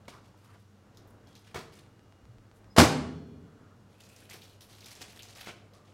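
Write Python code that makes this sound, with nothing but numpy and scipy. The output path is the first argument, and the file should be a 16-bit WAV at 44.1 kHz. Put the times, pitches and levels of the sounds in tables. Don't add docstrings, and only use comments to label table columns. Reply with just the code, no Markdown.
import sys
import numpy as np
from scipy import signal
from scipy.fft import rfft, irfft, next_fast_len
from scipy.io import wavfile
from scipy.ndimage import map_coordinates

SR = 44100
rng = np.random.default_rng(int(sys.argv[2]) if len(sys.argv) > 2 else 0)


def transcribe(u):
    v = np.clip(np.atleast_2d(u).T, -1, 1)
    q = np.round(v * 32767).astype(np.int16)
    wavfile.write(sys.argv[1], SR, q)


def makeup_ratio(level_db):
    decades = np.asarray(level_db, float) / 20
    return 10 ** decades


N = 261839
TIME = np.arange(N) / SR

# start in seconds, clatter level in dB, thump level in dB, clatter t60 in seconds.
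DOOR_HITS = [
    (2.7633, -22.5, -52, .09),
    (2.775, -18, -33.5, 0.046),
    (2.7818, -8.5, -9, 0.054),
    (2.7902, -10, -22.5, 0.033),
    (2.798, -9.5, -24, 0.048),
    (2.808, -16, -16, 0.071),
    (2.816, -18.5, -20.5, 0.041),
    (2.83, -20.5, -20.5, 0.18),
]
# frequency in Hz, level in dB per Hz.
CLATTER_COLOR = [(200, -40.5), (380, -21.5), (520, -9), (680, -11), (800, -6), (1050, -11.5), (1750, -17),
                 (5000, -21.5), (12000, -33.5), (15800, -45.5)]
# frequency in Hz, level in dB, t60 in seconds.
STEEL_BOX = [(62, -23, 0.41), (88, -4.5, 0.99), (119, -2, 0.58), (164, 0, 0.46), (168, -7.5, 0.23),
             (252, 1, 0.4), (260, -2, 0.4), (294, -2, 0.67), (324, -1, 0.44), (380, -11.5, 0.99),
             (466, -13, 0.49), (546.7, -7.5, 0.45), (629, 2, .35), (784, -3.5, 0.3), (715, -9, .35),
             (1030, -3, 0.24), (1048, -19.5, .4), (1221, -13.5, .3), (1471, -17, .3)]
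# first tick in seconds, period in seconds.
HINGE = (1.8642, .13002)
# start in seconds, frequency in Hz, level in dB, t60 in seconds.
BOX_ROCKS = [(2.22, 62, -45, 0.29), (2.272, 118.1, -45, .6), (2.36, 36, -40, .2), (2.655, 49.48, -40, 0.14)]
# start in seconds, frequency in Hz, level in dB, t60 in seconds.
SQUEAK = (2.7, 5070, -50, .11)
# start in seconds, frequency in Hz, level in dB, t60 in seconds.
PANEL_FLEXES = [(2.7842, 241, -8.5, 0.2), (2.7838, 160, -12.5, 0.16), (2.783, 87, -13.5, .3),
                (2.806, 188, -17.5, 0.1), (2.822, 317.4, -10.5, 0.095)]
# frequency in Hz, level in dB, t60 in seconds.
GLASS_PLATE = [(2406, -57, 1.3), (3063, -57, 1.4), (3386, -60, 1.7), (4274, -53.5, 1.3), (5560, -63, 1.2)]
# frequency in Hz, width in Hz, level in dB.
BOOM = [(78, 14, -2), (116, 23, -5), (157, 27, 0), (246, 46, -1.5), (300, 32, -4.5), (386, 44, -6),
        (450, 65, -7)]
# start in seconds, rattle level in dB, thud level in dB, rattle t60 in seconds.
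KNOCKS = [(0.0799, -37, -43.5, 0.045), (0.136, -59, -50, 0.33), (.545, -68, -55, 0.17),
          (1.5439, -30.5, -35.5, 0.049), (1.557, -37.5, -27.5, 0.25), (1.605, -52, -51, 0.08),
          (4.34, -55, -44.5, 0.17), (5.011, -46, -64, 0.073), (5.47, -35.5, -43, 0.039),
          (5.481, -43, -44.5, 0.17)]
# frequency in Hz, level in dB per Hz.
RATTLE_COLOR = [(88, -7), (150, -2), (438, -8.5), (686, -4.5), (801, -10.5), (1380, -9), (2480, -16.5),
                (4630, -19), (15800, -38)]
# frequency in Hz, width in Hz, level in dB.
BENCH = [(95.1, 22, -7), (435, 54, -6.5), (1002, 20, -2), (1330, 37, -22), (2030, 25, -28),
         (2220, 47, 19.5), (2950, 31, -15)]
# start in seconds, end in seconds, frequency in Hz,
# width in Hz, level in dB.
SCRAPES = [(0.114, 0.194, 1070, 530, -57.5), (0.34, 0.354, 1000, 460, -64),
           (0.42, 0.586, 1170, 1000, -66.5), (0.54, 0.575, 640, 380, -64.5),
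           (4.212, 4.233, 1610, 360, -61.5), (5.468, 5.52, 2500, 2400, -49.5),
           (5.719, 5.858, 1150, 170, -64.5), (3.2, 14, 520, 370, -67), (2.535, 2.6, 9500, 8000, -76.5),
           (3.934, 4.3, 2530, 290, -71.5), (3.42, 3.83, 1300, 550, -70.5), (4.3, 3.8, 260, 120, -60.5),
           (3.63, 3.66, 1400, 120, -65), (3.705, 3.73, 1260, 150, -67), (5.202, 5.216, 2950, 600, -54),
           (1.24, 1.4, 3300, 300, -75)]
# start in seconds, hold in seconds,
# crinkle level in dB, brightness in dB.
LIFTS = [(0.08, 0.011, -53, -6), (0.12, 0.039, -73, -12), (0.236, 0.014, -65.5, -3),
         (0.37, 0.056, -73.5, 0.5), (0.43, 0.18, -73, 1.5), (0.972, .01, -76, -6), (1.076, .005, -80, 16),
         (1.27, .05, -66.5, -10.5), (1.353, 0.028, -62.5, -1), (1.445, 0.038, -62.5, -4.5),
         (1.546, 0.046, -53, -9), (1.72, 0.079, -62, -2)]
# start in seconds, hold in seconds, crinkle level in dB, brightness in dB.
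PEELS = [(3.893, .1, -71.5, -1), (3.998, 0.058, -63.5, -1.5), (4.08, .06, -65, 0.5),
         (4.152, 0.098, -62, 1.5), (4.292, 0.051, -49.5, -1), (4.416, 0.033, -59.5, -1.5),
         (4.48, 0.063, -67, -4), (4.604, 0.022, -58, 6.5), (4.686, 0.15, -58.5, -6),
         (4.847, 0.086, -55.5, 1), (4.949, 0.049, -56.5, -4.5), (5.008, 0.018, -49, -6),
         (5.074, 0.093, -61, -1), (5.222, .03, -55, -3), (5.157, 0.017, -60.5, 0.5),
         (5.277, .03, -55.5, -7), (5.354, 0.075, -50.5, -4), (5.458, 0.02, -51.5, -18),
         (5.737, 0.027, -62, -18.5), (5.847, .08, -67.5, -25)]
# start in seconds, peak level in dB, pitch in Hz.
PEEL_SNAPS = [(3.9421, -53, 2630), (3.9826, -53.5, 2550), (4.017, -46, 5000), (4.0369, -42, 5120),
              (4.0513, -46, 5020), (4.0898, -47, 6200), (4.1631, -40.5, 5240), (4.2044, -47, 7300),
              (5.0088, -38, 5500), (4.2986, -31.5, 5680), (4.3407, -33, 4010), (4.419, -39, 3160),
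              (4.4974, -44, 3130), (4.6081, -39, 4000), (4.6195, -42, 4040), (4.7506, -40, 4100),
              (4.8067, -41, 4200), (4.8436, -37, 4000), (4.859, -33.5, 4700), (4.9076, -37.5, 4450),
              (4.9527, -39, 5560), (5.0161, -30, 4890), (5.1609, -41.5, 4770), (5.192, -34, 2860),
              (5.223, -35, 5360), (5.2315, -33, 4830), (5.2859, -40, 4760), (5.3513, -39, 5000),
              (5.459, -41.5, 4920), (5.736, -47, 3840)]
# start in seconds, peak level in dB, pitch in Hz.
LIFT_SNAPS = [(0.0543, -54, 3360), (0.1221, -52.5, 3150), (0.9472, -55, 3920), (0.972, -38.5, 4300),
              (1.075, -50, 14500), (1.272, -47.5, 4060), (1.3526, -39, 4060), (1.3844, -62, 3800),
              (1.73, -50, 3100), (1.7544, -47, 5390)]
# frequency in Hz, level in dB per Hz.
FILM_COLOR = [(410, -12.5), (700, 4.5), (798, 2), (1360, -2.5), (1790, 0), (4820, -2.5), (8230, -6.5),
              (11400, -13), (15800, -28.5)]
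# frequency in Hz, t60 in seconds.
ROOM_DECAY = [(60, .9), (250, 0.94), (600, 0.67), (2000, 0.59), (5000, 0.52), (9000, 0.46), (15000, .22)]
# frequency in Hz, level in dB rms.
MOTOR = (99, -60.5)
# frequency in Hz, level in dB rms.
WHINE = (2853, -85)
# frequency in Hz, width in Hz, level in dB rms.
FAN = [(118.1, 5.3, -67.5), (200, 29, -69.5), (294.8, 18, -78.5), (451.4, 14, -76), (1350, 490, -77.5),
       (5600, 14, -93.5)]
# frequency in Hz, level in dB per Hz.
HUSH_COLOR = [(15, -18), (28, -1.5), (45, -6.5), (70, -7), (110, -4.5), (170, -8.5), (260, -10),
              (460, -14.5), (700, -18), (1280, -23), (1930, -29.5), (3000, -43), (5000, -60)]
# frequency in Hz, level in dB per Hz.
HISS_COLOR = [(800, -18.5), (2000, -0.5), (3500, -1), (7000, -4.5), (8500, -9), (15800, -16.5)]


def unit(x):
    return x / np.sqrt(np.mean(x ** 2) + 1e-20)


def along(points, hz):
    f, v = np.transpose(points)
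    return np.interp(np.log(hz + 1), np.log(f + 1), v)


def filtered(x, response):
    m = next_fast_len(N + SR // 2)
    return irfft(rfft(x, m) * response(np.fft.rfftfreq(m, 1 / SR)), m)[:N]


def noise(color):
    return unit(filtered(rng.standard_normal(N), lambda hz: makeup_ratio(along(color, hz))))


def wobble(rate):
    coarse = TIME[::32]
    knots = rng.standard_normal(int(N * rate / SR) + 4)
    return np.interp(TIME, coarse, map_coordinates(knots, [coarse * rate]))


def decay(start, t60, rise):
    t = np.maximum(TIME - start, 0)
    fall = np.log(1000) * t / t60
    return np.exp(-fall) - np.exp(-fall - t / rise)


def ring(start, hz, db, t60, rise=.001):
    return makeup_ratio(db) * decay(start, t60, rise) * np.sin(2 * np.pi * hz * (TIME - start))


def resonances(f, peaks):
    total = 0
    for k, (center, width, db) in enumerate(peaks):
        total = total + (-1) ** k * makeup_ratio(db) * 1j * f * width / (center * center - f * f + 1j * f * width)
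    return total


def blows(rows, width):
    x = np.zeros(N)
    for start, db in rows:
        x[round(start * SR)] = makeup_ratio(db)
    push = np.hanning(int(width * SR) + 3)
    return np.convolve(x, push / push.sum())[:N]


def door():
    rattling = sum(makeup_ratio(db) * decay(start, t60, 0.0018) for start, db, _, t60 in DOOR_HITS)
    clatter = noise(CLATTER_COLOR) * rattling
    t = np.arange(SR) / SR
    steel = sum(makeup_ratio(db - 60 * t / (0.21 * t60)) * np.cos(2 * np.pi * hz * t) for hz, db, t60 in STEEL_BOX)
    push = blows([(start, db - 7.5) for start, _, db, _ in DOOR_HITS], .0014)
    thump = -signal.fftconvolve(push, steel)[:N]
    first = DOOR_HITS[0][0]
    hooks = ring(first, 480, -25, .08) + ring(first, 900, -35.0, .06)
    return clatter + thump + hooks


def ringing():
    slam = DOOR_HITS[2][0]
    rumble = unit(filtered(rng.standard_normal(N), lambda f: resonances(f, BOOM) ** 2))
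    boom = makeup_ratio(-29) * decay(slam, 1.7, .02) * rumble
    panel = sum(ring(*flex, rise=0.0035) for flex in PANEL_FLEXES)
    plate = sum(makeup_ratio(2 * wobble(22)) * ring(slam, *note, rise=.12) for note in GLASS_PLATE)
    return ring(*SQUEAK, rise=0.022) + panel + plate + boom


def swing():
    start, period = HINGE
    ticks = blows([(start + k * period, -34.5 + rng.normal(0, .7)) for k in range(7)], .0001)
    ticks = filtered(ticks, lambda f: resonances(f, [(700, 1400, 7), (4000, 12000, -3)]))
    return ticks + sum(ring(*rock, rise=0.012) for rock in BOX_ROCKS)


def tray():
    rattling = sum(makeup_ratio(db) * decay(start, t60, 0.0015) for start, db, _, t60 in KNOCKS)
    rattle = noise(RATTLE_COLOR) * rattling
    push = blows([(start, db + 45) for start, _, db, _ in KNOCKS], 0.001)
    return rattle + filtered(push, lambda f: resonances(f, BENCH))


def scrapes():
    x = np.zeros(N)
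    for start, end, hz, width, db in SCRAPES:
        span = slice(round(start * SR), round(end * SR))
        stroke = np.sqrt(np.abs(np.sin(np.pi * (TIME[span] - start) / (end - start))))
        uneven = makeup_ratio(db + 1.9 * wobble(70)[span])
        b, a = signal.iirpeak(hz, hz / width, SR)
        rub = signal.lfilter(b, a, rng.standard_normal(N)[span])
        x[span] += uneven * stroke * unit(signal.lfilter(b, a, rub))
    return x


def film():
    crinkle, bright = handling(LIFTS + PEELS)
    clumps = makeup_ratio(7.5 * wobble(130))
    body = creases(clumps, count=10000, center_hz=4240, spread=0.354) + 0.68 * noise(FILM_COLOR)
    sheen = creases(clumps, count=16000, center_hz=10500, spread=0.14)
    sheen = filtered(sheen, lambda hz: hz ** 2 / (hz ** 2 + 7000 ** 2))
    return makeup_ratio(-3.5) * (crinkle * body + .8 * bright * sheen) + snaps()


def handling(moves):
    grab_s, settle_t60_s = 0.0046, 0.25
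    crinkle, sheen = np.zeros(N), np.zeros(N)
    for start, hold, db, bright_db in moves:
        span = slice(round(start * SR), round(start * SR) + SR)
        t = np.abs(TIME[span] - start)
        settling = makeup_ratio(db - 60 * np.maximum(t - hold, 0) / settle_t60_s)
        shape = (1 - np.exp(-t / grab_s)) * settling
        crinkle[span] += shape
        sheen[span] += makeup_ratio(bright_db) * shape
    return crinkle, sheen


def creases(clumps, count, center_hz, spread):
    chance = np.cumsum(clumps)
    at = np.searchsorted(chance, rng.random(count) * chance[-1]).clip(0, N - 1)
    drift = .13 * wobble(14)[at]
    hz = center_hz * np.exp(spread * rng.standard_normal(count) + drift)
    hz = np.clip(hz, 1900, 15000)[:, None]
    size = makeup_ratio(np.minimum(3.5 * rng.exponential(size=count), 9))[:, None]
    k = np.arange(64)
    grains = size * np.exp(-k * hz / (SR * 1.6)) * np.sin(2 * np.pi * hz * k / SR)
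    return unit(np.bincount((at[:, None] + k).ravel(), grains.ravel(), N)[:N])


def snaps():
    t = np.arange(SR // 10) / SR
    fade = makeup_ratio(-60 * t / 0.0062) + 0.29 * makeup_ratio(-60 * t / 0.16)
    x = np.zeros(N + len(t))
    for start, db, hz in PEEL_SNAPS + LIFT_SNAPS:
        pitched = ([hz / 1.23, min(hz * 1.47, 19000)], db - 5.5)
        crackle = ([8000, 15000], db - 15)
        for band, peak_db in (pitched, crackle):
            b, a = signal.butter(3, band, "band", fs=SR)
            burst = signal.lfilter(b, a, rng.standard_normal(len(t)) * fade)
            x[round(start * SR):][:len(t)] += makeup_ratio(peak_db) * burst / np.abs(burst).max()
    return x[:N]


def room(x):
    hz, _, z = signal.stft(rng.standard_normal(int(1.3 * SR)), SR, nperseg=512)
    t = _
    fading = z * makeup_ratio(-60 * t / along(ROOM_DECAY, hz)[:, None])
    tail = signal.istft(fading, SR, nperseg=512)[1]
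    late = np.pad(x, (220, 0))
    return signal.fftconvolve(late, tail / np.linalg.norm(tail))[:N]


def fan_lines(f):
    total = 0
    for center, width, db in FAN:
        level = makeup_ratio(db) * np.sqrt(2 * SR / (np.pi * width))
        total = total + level * resonances(f, [(center, width, 0)]) ** 2
    return total


def background():
    hz, db = MOTOR
    motor_level = makeup_ratio(db + 2.5 + 2.2 * wobble(30))
    motor = motor_level * np.sin(2 * np.pi * np.cumsum(hz + 2.9 * wobble(14)) / SR)
    hz, db = WHINE
    passing = 6.8 * np.exp(-((TIME - 2.1) / .2) ** 2)
    whine = makeup_ratio(db + 2.5 * wobble(8.2) + passing) * np.sin(2 * np.pi * hz * TIME)
    fan = filtered(rng.standard_normal(N), fan_lines)
    hush_level = makeup_ratio(-61.5 + 1.5 + 1.8 * wobble(3) + 0.65 * wobble(14))
    return motor + whine + fan + hush_level * noise(HUSH_COLOR) + makeup_ratio(-74.5) * noise(HISS_COLOR)


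def scene():
    slam = door()
    knocks = tray() + scrapes()
    crinkles = film()
    steady = swing() + ringing() + background()
    far = makeup_ratio(-9) * room(slam) + makeup_ratio(-10) * room(knocks) + makeup_ratio(-9) * room(crinkles)
    return (slam + knocks + crinkles + far + steady)[None]


def roll_off(x):
    return signal.sosfilt(signal.butter(12, 16480, fs=SR, output="sos"), x)


def record(dry):
    mic = filtered(dry[0], lambda hz: (1j * hz / (1j * hz + 45)) ** 2)
    soft = mic / (1 + np.abs(mic / .99) ** 6) ** (1 / 6)
    mix = filtered(soft, lambda hz: np.where(hz < 15830, 1, makeup_ratio(-33.5)))[None]
    return roll_off(mix)


dry = scene()
out = record(dry)
transcribe(out)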